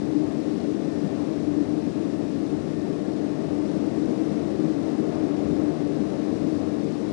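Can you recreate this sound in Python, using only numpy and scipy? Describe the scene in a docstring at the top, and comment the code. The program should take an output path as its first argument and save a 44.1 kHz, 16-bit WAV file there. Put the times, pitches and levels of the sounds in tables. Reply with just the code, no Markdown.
"""Storm behind a closed window

Turbulent gusts drive the resonances of the room, the panes and the frame, and a cavity of the window
howls near 300 Hz. Trees roar outside, and the impacts of driven rain hiss on the glass.
A camera's tape motor whines faintly. The sound lies almost wholly in the left channel."""
import sys
import numpy as np
from scipy import signal
from scipy.fft import rfft, irfft
from scipy.io import wavfile
from scipy.ndimage import uniform_filter1d

SR = 44100
rng = np.random.default_rng(int(sys.argv[2]) if len(sys.argv) > 2 else 0)


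def log_audio(samples):
    """Write samples as a 16-bit WAV file to the path given in sys.argv[1]."""
    # one column per channel
    frames = np.atleast_2d(samples).T
    # limit to full scale, then quantise
    limited = np.clip(frames, -1, 1)
    pcm = np.round(limited * 32767).astype(np.int16)
    wavfile.write(sys.argv[1], SR, pcm)


N = 313992

# weaker partials of the motor: (frequency [Hz], relative level [dB])
MOTOR_PARTIALS = [(1079, -63), (1440, -68), (1685, -66.5), (2040, -70), (2075, -66.5), (2335, -73.5),
                  (2465, -70), (2594, -70), (2724, -69.5), (2880, -73.5), (3650, -73.5)]
# throbs of its strongest partial: (time [s], duration [s], level [dB])
MOTOR_THROBS = [(0.44, 0.42, -65), (0.98, 0.4, -62), (1.6, 0.3, -63.5), (2.13, 0.2, -64), (2.83, 0.4, -63),
                (3.42, 0.25, -67), (4.0, 0.3, -66), (6.3, 0.22, -65.5), (6.76, 0.31, -64.5)]
# rain on glass and leaves: (frequency [Hz], relative spectral density [dB])
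RAIN_SPECTRUM = [(800, -4.5), (1800, 2.5), (2600, 2), (3200, 0.3), (3800, 3), (4600, 1.3), (5500, 1),
                 (6400, -3.5), (8000, -7), (10500, -12.5)]
# heaviness of the rain: (time [s], level [dB])
RAIN_LEVEL = [(0, -55), (0.5, -54.5), (0.9, -54.5), (1.18, -54.5), (1.55, -55.5), (2.05, -55),
              (2.62, -55.5), (3.4, -55.5), (4.2, -53.8), (4.45, -55), (4.7, -54.5), (4.95, -54.5),
              (5.2, -54.5), (5.8, -54.9), (6.4, -54.5), (6.68, -55), (7.1, -54)]
# force of the wind, building to one long gust: (time [s], relative level [dB])
WIND_FORCE = [(0, -0.9), (0.75, -1), (1.45, -0.9), (2.1, -1.1), (2.75, -1), (3.5, 0.1), (4.2, 1),
              (5.0, 1.4), (5.55, 1.8), (5.92, 0.7), (6.25, 0.3), (6.8, -0.5), (7.1, -0.5)]
# rush of air behind the glass: (frequency [Hz], relative spectral density [dB])
RUSH_SPECTRUM = [(20, -9.5), (45, -4), (130, -2), (450, 10.5), (700, 1.5), (940, -1.5), (1100, 0.5),
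                 (1400, -6), (1650, -8), (1850, -7.5), (2300, -13), (3200, -19.5), (6000, -46)]
# resonances that transmit the trees' roar: (frequency [Hz], bandwidth [Hz], relative level [dB])
ROAR_MODES = [(538.4, 49, -7.5), (607.3, 48, -8.5), (675, 93, -8.5), (788, 64, -16), (889, 44, -20)]
# deep resonances of the room: (frequency [Hz], bandwidth [Hz], relative level [dB])
ROOM_MODES = [(52.3, 14, -14.5), (79.5, 9, -17.5), (95, 25, 3)]
# pressure surges in the room: (time [s], gain [dB])
ROOM_SURGES = [(0.03, 1), (0.28, 4), (1.5, 8), (2.6, 2), (3.76, 2), (5.25, 6.5), (5.52, 8), (6.58, 8)]
# resonances of the panes: (frequency [Hz], bandwidth [Hz], relative level [dB])
PANE_MODES = [(137.6, 34, -6.5), (155.95, 11.6, -3.5), (191.1, 41.7, -0.5), (211.3, 17.8, -0.5),
              (235.7, 21, -2), (256, 46, -1)]
# buffets on the panes: (time [s], gain [dB])
PANE_BUFFETS = [(0.58, 3.5), (1.06, 6), (1.89, 4.5), (2.37, 3), (3.42, 2.5), (3.76, 3.2), (3.97, 3),
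                (4.09, 5.5), (4.32, 3.5), (4.66, 6), (5.0, 4), (5.51, 5.5), (6.0, 3.5), (6.34, 4),
                (6.46, 5), (6.86, 3.5)]
# resonances of the frame: (frequency [Hz], bandwidth [Hz], relative level [dB])
FRAME_MODES = [(346, 52, -6), (379.6, 36, -1.6), (403, 23.6, -4), (447.2, 32.5, -5.5), (475.4, 33, -9)]
# waves of wind on the frame: (time [s], gain [dB])
FRAME_WAVES = [(0.24, 2.5), (0.73, 3), (2.92, 3), (3.78, -1), (4.04, 1.8), (4.54, 3.5), (5.03, 3), (5.3, 1),
               (5.54, 3), (5.94, 2.5), (6.29, 2.2), (6.87, 2)]
# resonances of the window cavity: (frequency [Hz], bandwidth [Hz], relative level [dB])
CAVITY_MODES = [(291.4, 20.6, -1), (303.9, 18.8, -5.5), (319.3, 15.6, -4)]
# lulls of the howl: (time [s], duration [s], gain [dB])
HOWL_LULLS = [(0.598, 0.059, -5), (1.1, 0.06, -7), (1.655, 0.033, -10), (2.664, 0.19, -3),
              (2.96, 0.091, -3.5), (3.42, 0.056, -6), (4.536, 0.037, -3.5), (5.133, 0.1, -3.5),
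              (5.78, 0.045, -8.5), (6.114, 0.068, -4), (6.945, 0.16, -2.5)]
# flares of the howl into a hoot: (time [s], duration [s], gain [dB], frequency [Hz])
HOWL_FLARES = [(0.177, 0.1, 7.5, 301), (0.504, 0.09, 2.5, 296.7), (0.7, 0.093, 2.5, 296),
               (1.224, 0.036, 2.5, 292.8), (1.316, 0.03, 2.5, 314), (1.492, 0.05, 5.5, 301),
               (1.6, 0.082, 8, 295.5), (1.746, 0.066, 6, 299.6), (1.857, 0.05, 1, 295),
               (2.018, 0.03, 4, 301), (2.536, 0.049, 4, 302.4), (3.6, 0.14, 2.5, 297.7),
               (3.865, 0.039, 3.5, 310), (4.017, 0.081, 2.5, 314), (4.222, 0.04, 5.5, 299),
               (4.663, 0.15, 3.5, 312), (4.987, 0.046, 2.5, 307.6), (5.266, 0.13, 4, 298),
               (5.632, 0.22, 4, 297), (5.853, 0.053, 2, 299), (6.046, 0.062, 0.5, 302),
               (6.356, 0.023, 1.5, 312), (6.519, 0.1, 3.5, 301.4), (6.767, 0.05, 3, 294)]


def from_db(db):
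    """Amplitude ratio of a level: tenfold for every 20 dB."""
    return 10 ** (np.asarray(db) / 20)


def unit_rms(x):
    """Normalisation to unit mean power."""
    return x / np.sqrt(np.mean(x ** 2) + 1e-20)


def contour(points):
    """Linear interpolation of (time, value) points at every sample."""
    return np.interp(np.arange(N) / SR, *np.transpose(points))


def swell(crest_s, length_s):
    """A raised-cosine pulse of height 1, length_s wide at half height."""
    offset = np.clip((np.arange(N) / SR - crest_s) / length_s, -1, 1)
    return np.cos(np.pi / 2 * offset) ** 2


def drift(cutoff_hz):
    """Slow random fluctuation of rms 1: noise through a two-pole low-pass."""
    hop, settling = 40, 2000
    pole = np.exp(-2 * np.pi * hop * cutoff_hz / SR)
    noise = rng.standard_normal(N // hop + settling + 2)
    slow = signal.lfilter([1], [1, -2 * pole, pole * pole], noise)[settling:]
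    return np.interp(np.arange(N) / hop, np.arange(len(slow)), unit_rms(slow))


def coloured(x, spectrum):
    """Linear filtering by a smooth spectral envelope; rms 1."""
    hz, db = np.transpose(spectrum)
    bins_hz = np.maximum(np.fft.rfftfreq(N, 1 / SR), 1)
    gain = from_db(np.interp(np.log(bins_hz), np.log(hz), db))
    return unit_rms(irfft(rfft(x) * gain, N))


def resonate(modes):
    """Forced vibration: turbulence drives each mode, filtered twice for steep skirts; rms 1."""
    response = np.zeros(N)
    for hz, width_hz, db in modes:
        radius = np.exp(-np.pi * width_hz / SR)
        section = [1 - radius, 0, radius - 1, 1, -2 * radius * np.cos(2 * np.pi * hz / SR), radius ** 2]
        ringing = signal.sosfilt([section, section], rng.standard_normal(N + SR // 2))[-N:]
        response += from_db(db) * unit_rms(ringing)
    return unit_rms(response)


def at_level(x, level_db, average_s):
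    """The running rms is made to follow level_db; flutter faster than average_s remains."""
    size = max(int(average_s * SR), 2)
    power = uniform_filter1d(uniform_filter1d(x * x, size), size)
    return from_db(level_db) * x / np.sqrt(power + 1e-9)


def tape_motor(partials_gain_db=-7.5, throb_hz=1815.0, floor_db=-75, wow=0.00105):
    """Frequency modulation: the motor's wow bends all partials alike, while each wavers in level."""
    running_s = np.cumsum(1 + wow * drift(5.1)) / SR
    tones = [(hz, partials_gain_db + db + 2.5 * drift(2.5)) for hz, db in MOTOR_PARTIALS]
    throb = sum(from_db(db) * swell(s, length_s) for s, length_s, db in MOTOR_THROBS)
    throb_db = 20 * np.log10(np.maximum(throb, from_db(floor_db)))
    tones.append((throb_hz, throb_db - drift(4.4)))
    whine = sum(from_db(db) * np.sin(2 * np.pi * (hz * running_s + rng.random())) for hz, db in tones)
    return np.sqrt(2) * whine


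def rain(drops_per_s=2500, size_spread_db=4.0, drops_db=-10, flicker_db=0.3):
    """Shot noise: drops strike the glass at random, more often in heavy rain, over a hiss of spray."""
    rain_db = contour(RAIN_LEVEL)
    impacts = rng.random(N) < drops_per_s * from_db(rain_db - rain_db.mean()) / SR
    sizes = from_db(size_spread_db * np.minimum(rng.exponential(1, N), 5)) * rng.choice([-1, 1], N)
    water = rng.standard_normal(N) + from_db(drops_db) * unit_rms(impacts * sizes)
    return from_db(rain_db + flicker_db * drift(14)) * coloured(water, RAIN_SPECTRUM)


def trees(wind_db):
    """Transmission loss: the window muffles the trees' roar and the rush of air, which share eddies."""
    eddies = drift(4.5)
    roar_db = -43 + 0.98 * wind_db + 0.73 * eddies
    rush_db = -44.5 + 0.9 * wind_db + 0.48 * eddies
    roar = at_level(resonate(ROAR_MODES), roar_db, average_s=0.17)
    rush = from_db(rush_db) * coloured(rng.standard_normal(N), RUSH_SPECTRUM)
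    return roar + rush


def room(surge_s=0.11, eddies_db=2.0):
    """Standing waves: the room's low modes rumble and swell with each surge of pressure."""
    surges_db = sum(db * swell(s, surge_s) for s, db in ROOM_SURGES)
    room_db = -49.5 + surges_db + eddies_db * drift(5.0)
    return at_level(resonate(ROOM_MODES), room_db, average_s=0.35)


def window(wind_db, buffet_s=0.053, wave_s=0.11, eddies_db=0.35):
    """Forced vibration: wind pressure thumps the panes in buffets and loads the frame in waves."""
    buffets_db = sum(db * swell(s, buffet_s) for s, db in PANE_BUFFETS)
    waves_db = sum(db * swell(s, wave_s) for s, db in FRAME_WAVES)
    panes_db = -34.5 + 0.15 * wind_db + buffets_db + eddies_db * drift(5.5)
    frame_db = -37.5 + 0.78 * wind_db + waves_db
    panes = at_level(resonate(PANE_MODES), panes_db, average_s=0.11)
    frame = at_level(resonate(FRAME_MODES), frame_db, average_s=0.13)
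    return panes + frame


def cavity_howl(wind_db, hoot_rms=1.06, eddies_db=0.1):
    """Cavity resonance: a breathy howl falters in lulls and flares into a louder, purer hoot."""
    t = np.arange(N) / SR
    air = resonate(CAVITY_MODES)
    lulls_db = sum(db * swell(s, length_s) for s, length_s, db in HOWL_LULLS)
    howl_db = -31 + 0.51 * wind_db + lulls_db - eddies_db * drift(4.9)
    for s, length_s, db, hz in HOWL_FLARES:
        flare = swell(s, length_s)
        hoot = np.sqrt(2) * np.sin(2 * np.pi * (hz * t + rng.random()))
        air += hoot_rms * flare * hoot   # relative to the breathy howl
        howl_db += db * flare
    return at_level(air, howl_db, average_s=0.052)


def scene(left_db=6.0, right_db=-60.0):
    """Superposition: all sources add at one microphone, which feeds the left and barely the right."""
    wind_db = contour(WIND_FORCE)
    storm = room() + window(wind_db) + cavity_howl(wind_db) + trees(wind_db) + rain()
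    microphone = storm + tape_motor()
    return np.array([from_db(left_db) * microphone, from_db(right_db) * microphone])


def record(dry, hiss_db=-85.0, cutoff_hz=10500):
    """Noise floor and band limit: the electronics add faint hiss and cut the treble steeply."""
    # (frequency [Hz], relative spectral density [dB])
    spectrum = [(30, -5.5), (130, -10.0), (1000, -17.5), (4000, -22.0), (10000, -25.5)]
    hiss = from_db(hiss_db) * np.array([coloured(x, spectrum) for x in rng.standard_normal((2, N))])
    low_pass = signal.ellip(14, .1, 70, cutoff_hz, fs=SR, output="sos")
    return signal.sosfilt(low_pass, dry + hiss)


dry = scene()
out = record(dry)
log_audio(out)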